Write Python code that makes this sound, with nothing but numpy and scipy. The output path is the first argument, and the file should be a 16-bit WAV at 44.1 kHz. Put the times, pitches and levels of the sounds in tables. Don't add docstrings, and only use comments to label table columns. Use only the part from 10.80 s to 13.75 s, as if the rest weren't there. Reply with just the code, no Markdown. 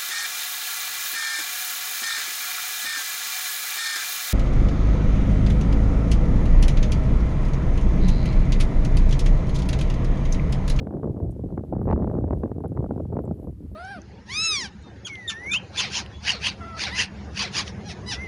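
import sys
import numpy as np
from scipy import signal
from scipy.fft import rfft, irfft
from scipy.io import wavfile
from scipy.ndimage import uniform_filter1d

SR = 44100
rng = np.random.default_rng(int(sys.argv[2]) if len(sys.argv) > 2 else 0)


def volts_from_db(level):
    exponent = np.asarray(level, float) / 20
    return 10 ** exponent


def bounce(signal):
    frames = np.transpose(np.atleast_2d(signal))
    limited = np.clip(frames, -1, 1)
    pcm = np.round(limited * 32767).astype(np.int16)
    wavfile.write(sys.argv[1], SR, pcm)


N = 130095
EDDY_HZ = 478.3


def unit(x):
    return x / np.sqrt(np.mean(x ** 2))


def coloured(points, lo_hz=0., hi_hz=1e5):
    freq_hz = np.maximum(np.arange(N // 2 + 1) * SR / N, 1)
    point_hz, point_db = np.array(points).T
    band_edge = 1 / (1 + (lo_hz / freq_hz) ** 4) / (1 + (freq_hz / hi_hz) ** 4)
    colour = volts_from_db(np.interp(np.log(freq_hz), np.log(point_hz), point_db))
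    return irfft(rfft(rng.standard_normal(N)) * colour * band_edge, N)


def walk(rate_hz):
    hold = int(SR / rate_hz)
    held = np.repeat(rng.standard_normal(N // hold + 1), hold)
    slewed = uniform_filter1d(uniform_filter1d(held, hold), hold)
    return unit(slewed[:N])


def scatter(start_s, grains, lead=0):
    out = np.zeros(N + 2 * grains.shape[1])
    for start, grain in zip(start_s, grains):
        first = max(int(start * SR) - lead, 0)
        out[first:first + len(grain)] += grain
    return out[:N]


def double_peak(x, centre_hz, width_hz):
    b, a = signal.iirpeak(centre_hz, centre_hz / width_hz, fs=SR)
    return signal.lfilter(b, a, signal.lfilter(b, a, x))


def gust(column):
    # time_s [s], rumble_db [dB], small_eddy_db [dB]
    wind = np.array([(0.0, -25.5, -39), (0.1, -44, -35), (0.32, -28.5, -39), (0.349, -44, -35.5),
                     (0.45, -23, -37.5), (0.54, -31, -47), (0.75, -24, -40.5), (0.821, -31, -53),
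                     (0.99, -24.5, -38), (1.171, -18.5, -30), (1.31, -24.5, -33), (1.72, -28, -42),
                     (2.291, -30.5, -41.5), (2.51, -29.5, -41.5), (2.589, -42.5, -47.5),
                     (2.698, -31, -39.5), (2.729, -34, -72), (2.95, -34, -54)])
    return volts_from_db(np.interp(np.arange(N) / SR, wind[:, 0], wind[:, column]))


def eddies(start_s, peak, hz):
    rise_s, fade_s, slow_s = .002, 0.0063, 0.01
    slow_share = 0.427
    fine_fade, ripple_fall_db, ripple_knee = 0.34, -18, 2.226
    t = np.arange(2048) / SR
    stretch = (EDDY_HZ / hz[:, None]) ** .5
    slowing_s = slow_s * stretch
    fast_travel = (1 - slow_share) * slowing_s * (1 - np.exp(-t / slow_s / stretch))
    travel = hz[:, None] * (slow_share * t + fast_travel)
    chance = rng.random((len(hz), 24))
    wave = 0
    for k in range(12):
        ratio = (.33 * 1.33 ** (k + chance[:, k]))[:, None]
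        level = volts_from_db(ripple_fall_db * np.log2(1 + (ratio / ripple_knee) ** 2)) * ratio ** .8
        fade = np.exp(-t * (1 + fine_fade * ratio) / fade_s / stretch)
        phase = 2 * np.pi * (ratio * travel + chance[:, 12 + k, None])
        wave = wave + level * fade * np.cos(phase)
    onset = (1 - np.exp(-(t / rise_s) ** 2)) ** 2
    tail = np.cos(np.pi / 2 * t / t[-1]) ** 2
    wave = wave * onset * tail
    wave = wave / np.abs(wave).max(axis=1, keepdims=True)
    return scatter(start_s, wave * peak[:, None], lead=int(rise_s * SR))


def buffets():
    # start_s [s], peak_db [dB], sharpness_db [dB]
    strong = [(0.05, -43, -16), (0.069, -27, -12.5), (0.107, -24, -21.5), (0.125, -28.5, -25.5),
              (0.147, -24, -29.5), (0.231, -23, -20), (0.273, -19, -29.5), (0.345, -27.5, -31.5),
              (0.368, -33.5, -22.5), (0.401, -24, -24.5), (0.462, -24, -34.5), (0.551, -39, -32.5),
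              (0.637, -23, -33), (0.704, -29.5, -26), (0.776, -19.5, -18.5), (0.904, -52, -31.5),
              (0.925, -18.5, -26.5), (0.964, -19, -27.5), (1.015, -25, -23.5), (1.054, -26.5, -23.5),
              (1.078, -15.5, -23.5), (1.099, -15, -21.5), (1.125, -16.5, -16.5), (1.16, -19, -21),
              (1.176, -14.5, -23.5), (1.229, -28, -16), (1.243, -17, -20), (1.298, -26.5, -18.5),
              (1.339, -20.5, -26), (1.379, -21, -24),
              (1.44, -17.5, -28), (1.477, -35, -15.5), (1.507, -17, -22), (1.526, -21.5, -23),
            (1.614, -42, -28), (1.634, -17.5, -20.5), (1.715, -21.5, -21.5), (1.763, -24.5, -33.5),
            (1.781, -22.5, -28), (1.804, -24.5, -24), (1.838, -27.5, -23.5), (1.856, -23.5, -25.5),
            (1.918, -22, -31.5), (1.95, -30, -25.5), (2.004, -22.5, -24.5), (2.042, -22, -24.5),
            (1.965, -30, -22.5), (2.108, -17, -24), (2.16, -22, -26.5), (2.197, -26, -26),
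            (2.251, -27, -26), (2.325, -22, -25), (2.367, -16.5, -22), (2.389, -20.5, -19.5),
            (2.452, -30, -21.5), (2.476, -23.5, -24.5), (2.51, -18.5, -32), (2.628, -33, -28),
            (2.671, -26, -29),
              (0.137, -26.5, -21), (0.168, -30.5, -21), (0.241, -19.5, -23.5), (0.792, -26.5, -22.5),
             (0.836, -28, -27), (0.933, -18, -26.5), (0.951, -27, -23), (0.982, -39, -17.5),
             (1.029, -39, -13.5), (1.071, -15, -28), (1.088, -22.5, -15.5), (1.111, -16, -13),
             (1.129, -16.5, -19.5), (1.222, -23, -16), (1.274, -24.5, -19), (1.312, -22, -19),
             (1.351, -19.5, -23.5), (1.369, -29, -23), (1.531, -18, -20.5), (1.647, -21.5, -31.5),
             (1.657, -22, -24.5), (1.676, -36.5, -15.5), (1.845, -24, -24), (1.973, -25, -20.5),
             (1.99, -21, -35), (2.061, -25, -23.5), (2.119, -19.5, -32), (2.177, -23.5, -23),
             (2.202, -22.5, -29.5), (2.329, -29, -20.5)]
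    # start_s [s], peak_db [dB], sharpness_db [dB]
    faint = [(0.012, -32.5, -22.5), (0.024, -38.5, -25.5), (0.196, -26.5, -22), (0.211, -29, -23),
             (0.255, -16.5, -25), (0.296, -17.5, -25.5), (0.309, -25, -25.5), (0.388, -29, -24.5),
             (0.424, -18, -28.5), (0.436, -39, -28), (0.494, -26, -24), (0.519, -44, -26),
             (0.563, -25, -27), (0.593, -25, -24), (0.614, -29, -26.5), (0.642, -20.5, -27.5),
             (0.659, -23, -26.5), (0.724, -26, -24), (0.739, -31, -28.5), (0.807, -21.5, -26),
             (0.848, -31, -22.5), (0.881, -42, -30), (0.987, -26, -31), (1.128, -33, -22.5),
             (1.147, -28, -25), (1.191, -31, -24), (1.386, -14, -24.5), (1.407, -20.5, -26.5),
             (1.422, -18.5, -27), (1.564, -50.5, -18.5), (1.76, -24.5, -25.5), (1.891, -38, -22.5),
             (2.026, -21.5, -22), (2.091, -21.5, -25.5), (2.23, -35, -23), (2.288, -34, -27),
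             (2.301, -27, -25.5), (2.338, -19, -24.5), (2.353, -21.5, -22.5), (2.4, -19.5, -24.5),
             (2.416, -30, -28), (2.442, -21, -27.5), (2.488, -26, -24), (2.523, -29, -29),
             (2.538, -47, -17), (2.562, -35, -28), (2.58, -34, -27), (2.596, -25, -23), (2.629, -40, -24.5),
             (2.647, -27, -28), (2.682, -25, -26), (2.694, -27, -25.5), (2.726, -34, -28),
             (2.787, -50, -24), (2.805, -32.5, -26), (2.826, -42, -27), (2.862, -42, -25),
             (2.898, -59, -28), (2.915, -34, -25)]
    lag_s, gain_db, usual_sharp_db, speed_power = .001, 2.5, -23, 0.408
    softened = np.array(faint) + [0, -2, -8]
    start_s, peak_db, sharp_db = np.vstack([strong, softened]).T
    hz = EDDY_HZ * volts_from_db(sharp_db - usual_sharp_db) ** speed_power
    return eddies(start_s + lag_s, volts_from_db(peak_db + gain_db), hz)


def flutter():
    count, usual_hz, hz_spread = 400, 255.5, .3
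    gain_db, scatter_db = 7, 1.5
    usual_gust_db, gust_speed_power = -39.5, .16
    place, size, speed = rng.random((count, 3)).T
    wind = gust(column=2)[(place * (N - 1)).astype(int)]
    gust_speed = (wind / volts_from_db(usual_gust_db)) ** gust_speed_power
    hz = usual_hz * gust_speed * np.exp(hz_spread * 3.4 * (speed - .5))
    peak = wind * volts_from_db(gain_db - scatter_db * np.log(size))
    return eddies(place * N / SR, peak, hz)


def rumble():
    # freq_hz [Hz], density_db [dB per Hz]
    low_spectrum = [(12, -39.5), (20, 8.5), (85, 10.5), (251, -3.5), (312, -5.5), (455, -9.5), (702, -15.5),
                    (1500, -51), (1950, -86.5), (3300, -120)]
    # freq_hz [Hz], density_db [dB per Hz]
    skirt_spectrum = [(200, -12.5), (400, 4.5), (700, -4), (1000, -25), (1500, -39), (2000, -54),
                      (3000, -74.5)]
    low_db, flicker_db = -1.5, 3
    skirt_db, throb_db = -10.5, 4.5
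    low = np.zeros(N)
    for hz in (30, 60, 120, 240):
        flicker = volts_from_db(flicker_db * walk(hz / 8))
        low += flicker * coloured(low_spectrum, hz / 1.5, hz * 1.5)
    skirt = unit(coloured(skirt_spectrum))
    throb = volts_from_db(skirt_db + throb_db * walk(39.25))
    return unit(low) * gust(column=1) * volts_from_db(low_db) + skirt * gust(column=2) * throb


def cracks():
    # start_s [s], peak_db [dB]
    crack_table = [(0.071, -58.5), (0.778, -62), (1.080, -66), (1.089, -64), (1.111, -47), (1.126, -49),
                   (1.13, -48), (1.224, -68), (1.231, -66.5), (1.243, -54.5), (1.533, -58.5), (1.635, -61),
                   (1.718, -59.5), (2.366, -68), (2.392, -62.5)]
    start_s, peak_db = np.array(crack_table).T
    puff_s = .0005
    t = np.arange(200) / SR
    swell = np.exp(-((t - t[80]) / puff_s) ** 2)
    puff = double_peak(rng.standard_normal((len(start_s), len(t))) * swell, centre_hz=3200, width_hz=2100)
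    puff = puff / np.abs(puff).max(axis=1, keepdims=True)
    return scatter(start_s, puff * volts_from_db(peak_db)[:, None], lead=60)


def ticks():
    # start_s [s], peak_db [dB], pitch_hz [Hz], ring_s [s to fall 60 dB]
    snaps = [(.069, -63, 11000, 0.0085), (0.508, -50.5, 8200, 0.023), (0.512, -46.5, 12000, 0.0081),
             (.518, -49.5, 9000, 0.017), (1.68, -65, 10500, .006), (1.803, -65.5, 10600, .03),
             (1.842, -58, 11000, 0.0087), (1.856, -60, 11000, 0.0089), (1.867, -84, 11000, .008),
             (1.880, -51, 10500, 0.012), (2.168, -59.5, 12000, .008), (2.341, -67, 8400, 0.027),
             (2.420, -55, 11500, 0.013), (2.436, -56, 12500, 0.022), (2.452, -50, 8500, 0.0087),
             (2.457, -67, 7600, 0.039), (2.489, -58, 12000, 0.013), (2.633, -61, 12000, 0.013),
             (2.645, -78.5, 11500, .006), (2.921, -58.5, 11000, .01)]
    start_s, peak_db, pitch_hz, ring_s = np.array(snaps).T[:, :, None]
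    t = np.arange(3000) / SR
    noise = rng.standard_normal((len(start_s), len(t)))
    rough = uniform_filter1d(uniform_filter1d(noise, size=8, axis=1), size=8, axis=1) * 2.3
    noise_share = .6 * (ring_s < .025)
    onset = 1 - np.exp(-(t / 0.00026) ** 2)
    decay = np.exp(-t * np.log(1000) / ring_s)
    wave = (1 - noise_share + noise_share * rough) * np.sin(2 * np.pi * pitch_hz * t) * onset * decay
    return scatter(start_s[:, 0], volts_from_db(peak_db + 1.9 * (noise_share > 0)) * wave)


def brushes():
    # start_s [s], length_s [s], level_db [dB]
    rubs = [
        (0.422, .04, -77.5),
        (1.01, 0.038, -76),
        (1.529, 0.086, -79.5),
        (1.823, .09, -85),
        (2.534, 0.12, -76.5),
        (2.603, 0.13, -79),
        (2.701, 0.12, -95),
        (2.893, 0.09, -80.5),
    ]
    t = np.arange(N) / SR
    swell = np.zeros(N)
    for start_s, length_s, level_db in rubs:
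        half_s = length_s / 2
        swell += volts_from_db(level_db) * np.exp(-((t - start_s - half_s) / half_s) ** 4)
    grit = rng.standard_normal(N) * volts_from_db(-3 * walk(400))
    return unit(double_peak(grit, centre_hz=11500, width_hz=4400)) * swell


def hiss():
    # freq_hz [Hz], density_db [dB per Hz]
    hiss_spectrum = [(900, 13), (1800, 2.5), (3000, -1), (6000, -5.5), (10000, -4.5), (12000, -2.5),
                     (14000, -13), (16000, -15)]
    return unit(coloured(hiss_spectrum, lo_hz=800.)) * volts_from_db(-74 + 1.0 * walk(13))


def scene():
    wind = buffets() + flutter() + rumble() + cracks()
    return (wind + ticks() + brushes() + hiss())[None]


def band_limit(x):
    return signal.sosfilt(signal.butter(12, 15750, fs=SR, output="sos"), x)


def record(dry):
    low_hz, limit = 53, .3
    run_in = 2000
    padded = np.pad(dry, ((0, 0), (run_in, 0)), "reflect")
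    high_pass = signal.butter(3, low_hz, "high", fs=SR, output="sos")
    cut = signal.sosfilt(high_pass, padded)[:, run_in:]
    return band_limit(limit * np.tanh(cut / limit))


dry = scene()
out = record(dry)
bounce(out)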